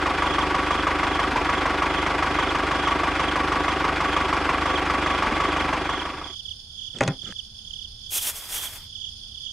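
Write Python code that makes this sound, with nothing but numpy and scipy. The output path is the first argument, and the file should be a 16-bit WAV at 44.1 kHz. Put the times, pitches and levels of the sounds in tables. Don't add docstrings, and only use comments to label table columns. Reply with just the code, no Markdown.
import sys
import numpy as np
from scipy import signal
from scipy.fft import rfft, irfft, next_fast_len
from scipy.io import wavfile
from scipy.ndimage import uniform_filter1d

SR = 44100
rng = np.random.default_rng(int(sys.argv[2]) if len(sys.argv) > 2 else 0)


def generate_wav(sig):
    pcm = np.round(np.clip(np.atleast_2d(sig).T, -1, 1) * 32767).astype(np.int16)
    wavfile.write(sys.argv[1], SR, pcm)


N = 419832
TIME = np.arange(N) / SR


def from_db(db):
    return 10 ** (np.asarray(db) / 20)


def rms_one(x):
    return x / np.sqrt(np.mean(x ** 2) + 1e-20)


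def drift(rate):
    knots = rng.standard_normal(N // 20)
    return np.interp(TIME * rate, np.arange(len(knots)), knots)


def butter(x, order, hz, kind):
    return signal.sosfilt(signal.butter(order, hz, kind, fs=SR, output="sos"), x)


def coloured(x, spectrum):
    size = 2 * next_fast_len(N // 2 + SR // 4)
    hz, db = np.transpose(spectrum)
    grid = np.maximum(np.arange(size // 2 + 1) * SR / size, 1)
    skirt = np.minimum(grid / hz[0], 1) ** 2 * np.minimum(hz[-1] / grid, 1) ** 4
    gain = rms_one(skirt * from_db(np.interp(np.log(grid), np.log(hz), db)))
    cepstrum = irfft(np.log(gain))
    cepstrum[1:size // 2] *= 2
    cepstrum[size // 2 + 1:] = 0
    return irfft(rfft(x, size) * np.exp(rfft(cepstrum)))[..., :N]


def resonance(x, hz, width_hz):
    r = np.exp(-np.pi * width_hz / SR)
    poles = [1, -2 * r * np.cos(2 * np.pi * hz / SR), r * r]
    return signal.lfilter(np.array([1, 0, -1]) * (1 - r * r) / 2, poles, x)


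def ring(force, hz, t60):
    r, w = from_db(-60 / (t60 * SR)), 2 * np.pi * hz / SR
    return signal.lfilter([0, np.sin(w)], [1, -2 * r * np.cos(w), r * r], force + 1e-18)


def grains(per_s, spread_db):
    sizes = from_db(spread_db * np.minimum(rng.exponential(1, N), 4)) * rng.choice([-1, 1], N)
    return rms_one(sizes * (rng.random(N) < per_s / SR))


def held(start, length, attack, release):
    up = np.clip((TIME - start) / attack, 0, 1)
    down = np.clip(1 - (TIME - start - length) / release, 0, 1)
    return up * down ** 2


PUSH_SHAPE = 1.97


def push(peak_s, rise_s, fall_s):
    distance = np.maximum((peak_s - TIME) / rise_s, (TIME - peak_s) / fall_s)
    return np.exp(-distance.clip(0, 20) ** PUSH_SHAPE)


def dying(times, levels_db, t60):
    return sum(from_db(db - 60 * np.maximum(TIME - s, 0) / t60) * (TIME >= s)
               for s, db in zip(times, levels_db))


FIRING_HZ, START_TURN = 24.732, .26
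# middle of the hesitation in seconds, delay in firing periods.
HESITATIONS = [(1.37, .40), (1.66, .14), (4.5, .14), (5.3, .42), (5.72, .13)]
# from this time in seconds, place in the count.
ACCENTS = [(0, 2), (1.4, 1), (1.96, 3), (4.8, 1)]


def engine_turn():
    late = sum(delay * np.clip((TIME - s) / .08 + .5, 0, 1) for s, delay in HESITATIONS)
    since, place = np.transpose(ACCENTS)
    count_shift = place[np.searchsorted(since, TIME, "right") - 1]
    return FIRING_HZ * TIME + START_TURN - late + .003 * drift(5) - count_shift


def repeating(turn, count):
    return rng.standard_normal(N)[(turn % count * SR / FIRING_HZ).astype(int)]


def evened(x, span_s):
    low, mid = (signal.sosfiltfilt(signal.butter(2, hz, "low", fs=SR, output="sos"), x) for hz in (600, 1600))
    bands = (low, mid - low, x - mid)
    return rms_one(sum(b * b.std() / np.sqrt(uniform_filter1d(b * b, int(span_s * SR)) + 1e-9) for b in bands))


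# share of the period, relative clatter level in dB,
# relative exhaust puff level in dB.
BURST = [(-.33, 0.5, -2.5), (-.24, 1.5, -4), (-.08, 3.5, 4), (.08, 0, -0.5), (.24, 0, -3.5), (.42, -3, 1)]


def swell(turn, shape_db):
    return rms_one(from_db(np.interp(turn, np.array(BURST)[:, 0], shape_db, period=1)))


# relative clatter level in dB, relative exhaust puff level in dB.
FIRING_DB = [(2.23, 6), (2.5, 5.5), (1, 6.5), (2.5, 3.5)]
# pitch in Hz, width in Hz, relative level in dB.
PANELS = [(303, 22, -9.5), (379, 27, -4), (490, 82, -11), (750, 18, -3.5), (862, 28, -8), (937, 9, -2),
          (974, 22, -1), (1143, 32, 1.5), (2050, 29, -6), (2340, 54, -6.5)]
# frequency in Hz, relative level in dB per Hz.
CLATTER = [(35, -32.5), (60, -7), (81, -13), (119, -15.5), (149, -12), (215, -12.5), (303, -8), (561, -9),
           (1140, -3.5), (1800, -7), (2420, -10), (4370, -25), (10400, -41), (11900, -59.5), (14000, -54)]
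LULL_DB, LULL_SHARE = -4, 0.15
CHUG_DB = 1.3


def clatter(turn):
    firing = np.round(turn).astype(int)
    uneven_db = np.transpose(FIRING_DB)[:, firing % len(FIRING_DB)] + 0.09 * rng.standard_normal(N)[firing]
    blow, pressure = from_db(uniform_filter1d(uneven_db, size=300))
    rattle = grains(per_s=18000, spread_db=0.0)
    rattle = rattle + 0.56 * repeating(turn, count=1) + 0.66 * repeating(turn, count=4)
    contacts = blow * evened(rattle, span_s=.01)
    rush = rng.standard_normal(N) + 0.93 * repeating(turn, count=1) + 0.74 * repeating(turn, count=4)
    gas = pressure * evened(rush, span_s=0.019)
    since_crack = (turn + 0.25) % len(FIRING_DB)
    crack = from_db(-0.5 - 60 * since_crack / FIRING_HZ / 0.014)
    lull = from_db(LULL_DB * (since_crack > len(FIRING_DB) - LULL_SHARE))
    _, metal_db, gas_db = np.transpose(BURST)
    bright = butter(contacts * (lull * swell(turn, metal_db) + crack), 2, 600, "high")
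    puff = butter(gas * swell(turn, gas_db), 2, 560, "low")
    drive = bright + from_db(-1.0) * puff
    panels = sum(from_db(db) * resonance(drive, hz, width) for hz, width, db in PANELS)
    ringing = rms_one(coloured(drive + panels, CLATTER))
    return rms_one(ringing * from_db(CHUG_DB * np.cos(2 * np.pi * turn)))


def blowdown(turn, top_hz, fall_hz, length):
    u = np.minimum((turn + 0.065) % len(FIRING_DB) / length, 1)
    return np.sin(np.pi * u) * np.sin(2 * np.pi * np.cumsum(top_hz - fall_hz * u + 25 * drift(200)) / SR)


# moment as share of the period, pitch in Hz at steady speed, width as share of the period,
# then the relative level in dB in each of the four firings.
BEATS = [(-.21, 1170, 0.064, 10.5, 3, -17, -18), (-.21, 736, 0.071, -1.5, -1.5, -4.5, -23),
         (-.08, 337, 0.12, -10.5, -7.5, 0, -10), (0.116, 1170, 0.065, -22, 6, -12, -4),
         (0.251, 330, 0.12, -17.5, -20, -3.5, 1)]


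def beats(turn):
    out = 0
    for at, hz, width, *db in BEATS:
        firing = np.round(turn - at).astype(int)
        u = turn - at - firing
        strength = from_db(np.array(db)[firing % len(db)] + rng.standard_normal(N)[firing])
        out = out + strength * np.exp(-(u / width) ** 2) * np.cos(2 * np.pi * hz * u / FIRING_HZ)
    return out


# moment in the round of four in firing periods, pitch in Hz, width in Hz,
# time to fall by 60 dB in seconds, relative level in dB.
CLACKS = [(.07, 1780, 870, 0.023, -2), (.66, 3300, 2500, 0.049, -10.5), (1.02, 1118, 390, 0.027, 0),
          (1.85, 1060, 400, 0.038, -3.5), (2.65, 3066, 2480, 0.038, -7.5), (3.16, 1600, 1100, 0.039, -3.5),
          (3.84, 5600, 2400, 0.079, -15.5)]
CLACK_ATTACK_S = 0.0013


def clacks(turn):
    out = 0
    for at, hz, width, t60, db in CLACKS:
        age = (turn - at) % len(FIRING_DB) / FIRING_HZ
        ringing = rms_one(resonance(resonance(rng.standard_normal(N), hz, width), hz, width))
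        out = out + from_db(db - 60 * age / t60) * np.minimum(age / CLACK_ATTACK_S, 1) * ringing
    return out


# multiple of the firing rate, relative level in dB.
THROB = [(1, -23.5), (2, 5.5), (3, 7), (4, -2), (5, -19), (6, -2), (12, -6.5), (15, -12.5), (20, -3.5),
         (29, -7.5), (30, -10.5), (38, 0), (46, 1), (47, -3)]
THROB_AT = .25


def exhaust_throb(turn):
    return sum(from_db(db + 0.23 * drift(21)) * np.cos(2 * np.pi * round(k) * (turn - THROB_AT))
               for k, db in THROB)


# pitch in Hz, width in Hz, share cancelled.
HOLLOWS = [(925, 43, 0.35), (1050, 20, 0.33), (1204, 23, 0.535), (1775, 73, 0.42), (1940, 18, .45),
           (2280, 61, 0.42)]
ENGINE_DB, FADE_FROM_S, FADE_S, FADE_POWER = -24.5, 5.615, 0.74, 0.88


def engine():
    turn = engine_turn()
    whistle = from_db(2.5) * blowdown(turn, top_hz=1228, fall_hz=417.5, length=0.73)
    chugs = from_db(0.4) * clatter(turn) + whistle + beats(turn) + clacks(turn)
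    for hz, width, share in HOLLOWS:
        chugs = chugs - share * resonance(chugs, hz, width)
    loudness = from_db(ENGINE_DB) * np.clip(1 - (TIME - FADE_FROM_S) / FADE_S, 0, 1) ** FADE_POWER
    return loudness * (chugs + from_db(-17.5) * exhaust_throb(turn))


# frequency in Hz, relative level in dB per Hz.
RUMBLE = [(25, -4), (43, -11), (82, -8.5), (130, -15.5), (180, -26), (220, -22), (270, -32), (600, -32),
          (820, -25), (1100, -29), (1500, -19.5)]


def outdoors():
    shared = butter(rng.standard_normal(N), 2, 400, "low")
    diffuse = butter(rng.standard_normal((2, N)), 1, 450, "high")
    air = shared + 0.054 * diffuse + 0.075 * rng.standard_normal((2, N))
    return from_db(-47.5) * coloured(air, RUMBLE)


HUM_HZ, HUM_DB = 220.7, -70


def hum():
    tone = np.sqrt(2) * np.sin(2 * np.pi * HUM_HZ * TIME + 0.4 * drift(7.9))
    return from_db(HUM_DB + 1.2 * drift(6.7)) * tone


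SOFT_STROKE_TAPER = 1.4


def whistles(strokes, chirp_s, top_hz, fall_hz, overtone_db):
    tone, octave = np.zeros((2, N + SR))
    u = np.arange(int(chirp_s * SR)) / (chirp_s * SR)
    for (s, db), tune in zip(strokes, rng.standard_normal(len(strokes))):
        at = max(int((s - chirp_s / 2) * SR), 0) + np.arange(len(u))
        phase = 2 * np.pi * np.cumsum(top_hz * (1 + 0.0035 * tune) - fall_hz * u) / SR
        arch = np.sin(np.pi * u) ** 2
        strength = from_db(db + min(db, 0) * SOFT_STROKE_TAPER * (u - .5))
        tone[at] += strength * arch ** 2 * np.sin(phase)
        octave[at] += strength * arch * np.sin(2 * phase)
    return (tone + from_db(overtone_db) * resonance(octave, hz=6140, width_hz=390))[:N]


# last wing stroke in seconds, relative level in dB,
# time at full strength in seconds, lead of the neighbour's last stroke in seconds.
TRILLS = [(0.417, -3, 0.13, .08), (.81, -4.5, 0.056, 0.075), (1.233, -4, 0.076, 0.1),
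          (1.646, -3.5, 0.092, 0.06), (2.062, -2.5, 0.069, 0.045), (2.496, -3.5, .12, 0.065),
          (2.92, -2, 0.07, 0.07), (3.347, -1.5, 0.055, 0.12), (3.794, -4.5, 0.059, .08),
          (4.256, -4, 0.091, 0.092), (4.791, -2, 0.059, 0.074), (5.216, -2.5, 0.083, 0.11),
          (5.627, -3, 0.094, 0.16), (6.057, -2.5, 0.089, 0.1), (6.516, -2.5, 0.14, .155),
          (6.966, -1.5, 0.11, .099), (7.395, -2, 0.11, 0.087), (7.851, -3, 0.12, .116),
          (8.275, -3.5, 0.1, 0.12), (8.674, -3, 0.099, 0.017), (9.075, -4.5, 0.11, -.016),
          (9.496, -1.5, 0.068, -.043)]
SKIPS = [6.43, 7.338]
STROKE_SPACING_S = .0287
TRILL_RISE_DB_PER_S, SOFTEST_STROKE_DB, STROKE_SCATTER_DB = 96, -8.5, 2.5


def trills(count, spacing_s):
    strokes = []
    for end, db, hold, _ in TRILLS:
        for early, chance in zip(spacing_s * np.arange(count), rng.standard_normal(count)):
            growth_db = max(-TRILL_RISE_DB_PER_S * max(early - hold, 0), SOFTEST_STROKE_DB)
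            strokes.append((end - early, db + growth_db + STROKE_SCATTER_DB * chance))
    return [(s, db) for s, db in strokes if np.abs(s - np.array(SKIPS)).min() > spacing_s / 2]


def answers(count, spacing_s, taper_db):
    return [(end - lead - k * spacing_s, -taper_db * k) for end, _, _, lead in TRILLS for k in range(count)]


def far_crickets(count):
    strokes = np.column_stack([rng.uniform(0, N / SR, count), 3.5 * rng.standard_normal(count)])
    return whistles(strokes, chirp_s=0.019, top_hz=3675, fall_hz=540, overtone_db=-8.0)


# frequency in Hz, relative level in dB per Hz.
CHORUS = [(1200, -63), (2500, -24.5), (2850, -14.5), (3150, -1), (3450, 3), (3850, -16), (4400, -5.5),
          (5100, -1), (5900, -14.5), (6800, -19.5), (7700, -40), (9200, -15), (11300, -36.5), (13500, -34)]
CRICKET_LAG_S = .00068


def crickets():
    near_strokes = trills(count=10, spacing_s=STROKE_SPACING_S)
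    near = from_db(-25.0) * whistles(near_strokes, chirp_s=0.035, top_hz=3956, fall_hz=1393, overtone_db=-17)
    replies = answers(count=5, spacing_s=STROKE_SPACING_S, taper_db=1.2)
    neighbour = from_db(-28.5) * whistles(replies, chirp_s=0.028, top_hz=3740, fall_hz=845, overtone_db=-9)
    pair = near + neighbour
    tail = TIME[:SR // 3]
    scatter = rng.standard_normal((2, len(tail))) * from_db(-60 * tail / 0.19)
    scatter /= np.linalg.norm(scatter, axis=1, keepdims=True)
    echoes = from_db(-14.0) * signal.fftconvolve(pair[None], scatter, axes=1)[:, :N]
    direct = np.array([from_db(-8.0) * np.interp(TIME - CRICKET_LAG_S, TIME, pair), pair])
    far = from_db(-41.5) * np.array([far_crickets(count=900), far_crickets(count=900)])
    chorus = from_db(-42.5) * coloured(rng.standard_normal((2, N)) * from_db(1.6 * drift(60)), CHORUS)
    return (direct + echoes + far + chorus) * from_db([[-5.5], [0]])


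# start in seconds, length in seconds,
# rumble level in dB, squeak level in dB.
RUBS = [(6.934, 0.083, -39, -66), (7.22, 0.022, -39, -72), (7.249, 0.062, -40, -49.5)]
# frequency in Hz, relative level in dB per Hz.
RUB_COLOUR = [(50, -18), (110, 3), (160, 9), (270, -4), (500, -7.5), (900, -20), (1500, -20), (2500, -22),
              (8000, -29), (14000, -64)]
# pitch in Hz, width in Hz, relative level in dB.
SQUEAK = [(1310, 88, 0), (1600, 51, -5), (2310, 91, -28)]
RUB_ATTACK_S, RUB_RELEASE_S = 0.026, 0.015


def rubbing():
    rumble, squeak = sum(from_db([[rumble_db], [squeak_db]]) * held(s, length, RUB_ATTACK_S, RUB_RELEASE_S)
                         for s, length, rumble_db, squeak_db in RUBS)
    slips = grains(per_s=8300, spread_db=3.0)
    ringing = rms_one(sum(from_db(db) * resonance(slips, hz, width) for hz, width, db in SQUEAK))
    return rumble * coloured(slips, RUB_COLOUR) + squeak * ringing


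# time in seconds, relative body level in dB, relative sharp tick level in dB.
KNOCKS = [(6.986, -60, -37), (7.0075, -12.5, -29), (7.011, -12.5, -45), (7.0195, -32, -40),
          (7.0275, -25, -42), (7.035, -27, -30), (7.065, -34, -50.5), (7.075, -35, -48),
          (7.0773, -18.5, -26), (7.0852, -24, -42), (7.104, -36, -60), (7.251, -53, -53), (7.324, -57, -48)]
# pitch in Hz, relative level in dB, time to fall by 60 dB in seconds.
BODY = [(120, -7, 0.13), (150, -20, 0.2), (267, -13, 0.18), (386, -18, 0.14), (446, -19, 0.11),
        (511, -15, .13), (543, -0.5, 0.03), (654, -8, 0.041), (798, -16, 0.13), (970, -16, .051),
        (1180, -12, 0.038), (1420, -14, 0.06), (1580, -7, 0.025), (1866, -7.5, 0.037), (1960, -15, 0.054),
        (2110, -9.5, .035), (2520, -8.5, 0.026)]


def hollow_body(at, body_db):
    out = np.zeros(N)
    for k, (hz, db, t60) in enumerate(BODY):
        blows = np.zeros(N)
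        blows[at] = from_db(body_db + db + 2 * rng.standard_normal(len(at)))
        out += (-1) ** k * ring(blows, hz, t60)
    return butter(out, 2, 70, "high")


# frequency in Hz, relative level in dB per Hz.
TICK = [(300, -18), (1500, 2), (2500, 4), (3500, 6), (5000, -3.5), (6500, 5.5), (8500, -4), (10500, -12.5),
        (12000, -43), (15000, -47)]
# frequency in Hz, relative level in dB per Hz.
SHELL = [(150, -8.5), (300, -1.5), (550, -4), (900, -7.5), (1500, -14), (2400, -19), (3300, -28)]
# peak in seconds, rise in seconds, fall in seconds, pitch in Hz, level in dB.
BOOMS = [(7.02, 0.0092, 0.017, 120.7, -23), (7.066, .016, 0.011, 173, -24.5),
         (7.085, .006, 0.015, 143, -21.5), (7.106, 0.0064, .011, 161, -20)]
SNAP_S, SNAP_HZ, SNAP_T60_S, SNAP_DB = 7.3245, 1700, .009, -27


def implement():
    s, body_db, tick_db = np.transpose(KNOCKS)
    body = hollow_body(np.round(s * SR).astype(int), body_db)
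    crack = from_db(5.5) * coloured(dying(s, tick_db, t60=.019) * rng.standard_normal(N), TICK)
    shell = from_db(-13.5) * coloured(dying(s, body_db, t60=0.15) * rng.standard_normal(N), SHELL)
    boom = sum(from_db(db) * push(peak, rise, fall) * np.sin(2 * np.pi * hz * (TIME - peak))
               for peak, rise, fall, hz, db in BOOMS)
    snap = from_db(SNAP_DB) * ring(np.arange(N) == int(SNAP_S * SR), SNAP_HZ, SNAP_T60_S)
    return body + crack + shell + boom + snap


# greatest force in seconds, rise in seconds, fall in seconds,
# relative sand hiss level in dB, relative blade scrape level in dB.
PUSHES = [(8.112, .008, .02, -35.5, -65), (8.158, 0.032, 0.042, -25, -48), (8.225, .025, 0.04, -31.5, -59),
          (8.287, 0.038, 0.022, -26.5, -41), (8.362, 0.012, 0.044, -39.5, -62),
          (8.55, 0.051, 0.063, -31.5, -45.5), (8.638, 0.028, 0.047, -35, -46),
          (8.762, 0.03, 0.03, -44, -51), (8.815, .03, 0.052, -56.5, -61)]
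# frequency in Hz, relative level in dB per Hz.
SAND = [(1470, -41), (2500, -4.5), (3350, -1.5), (4350, -7.5), (5150, -4.5), (5470, -2), (11300, 0.5),
        (13800, -1), (15700, -11)]
BLADE = [(88, -36), (150, -10), (519, -3), (667, -2), (878, 0.5), (2310, -0.5), (2600, -2), (3380, -38),
         (5720, -120)]
GRIT = [(400, 0), (900, -2.5), (2400, -7), (6500, -2), (12000, -2)]
DRAG_FROM_S, DRAG_S, DRAG_ATTACK_S, DRAG_RELEASE_S = 8.1, 0.637, .04, 0.068
DRAG_HISS_DB, DRAG_SCRAPE_DB = -43.5, -52.5


def shovel():
    light = held(DRAG_FROM_S, DRAG_S, DRAG_ATTACK_S, DRAG_RELEASE_S)
    drag = from_db([[DRAG_HISS_DB], [DRAG_SCRAPE_DB]]) * light
    pushes = [from_db([[hiss_db], [scrape_db]]) * push(s, rise, fall)
              for s, rise, fall, hiss_db, scrape_db in PUSHES]
    hiss, scrape = np.sqrt(drag ** 2 + sum(p ** 2 for p in pushes))
    sand = hiss * coloured(grains(per_s=25000, spread_db=3.0), SAND)
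    blade = scrape * coloured(grains(per_s=3200, spread_db=1.0), BLADE)
    grit = hiss * coloured(grains(per_s=350, spread_db=4.5), GRIT)
    digging = from_db(1.4) * sand + from_db(3.5) * blade + from_db(-13) * grit
    return digging * from_db(1.3 * drift(120))


def scene():
    return engine() + outdoors() + hum() + crickets() + rubbing() + implement() + shovel()


def record(dry):
    return signal.sosfilt(signal.ellip(10, .1, 80, 15600, fs=SR, output="sos"), dry)


dry = scene()
out = record(dry)
generate_wav(out)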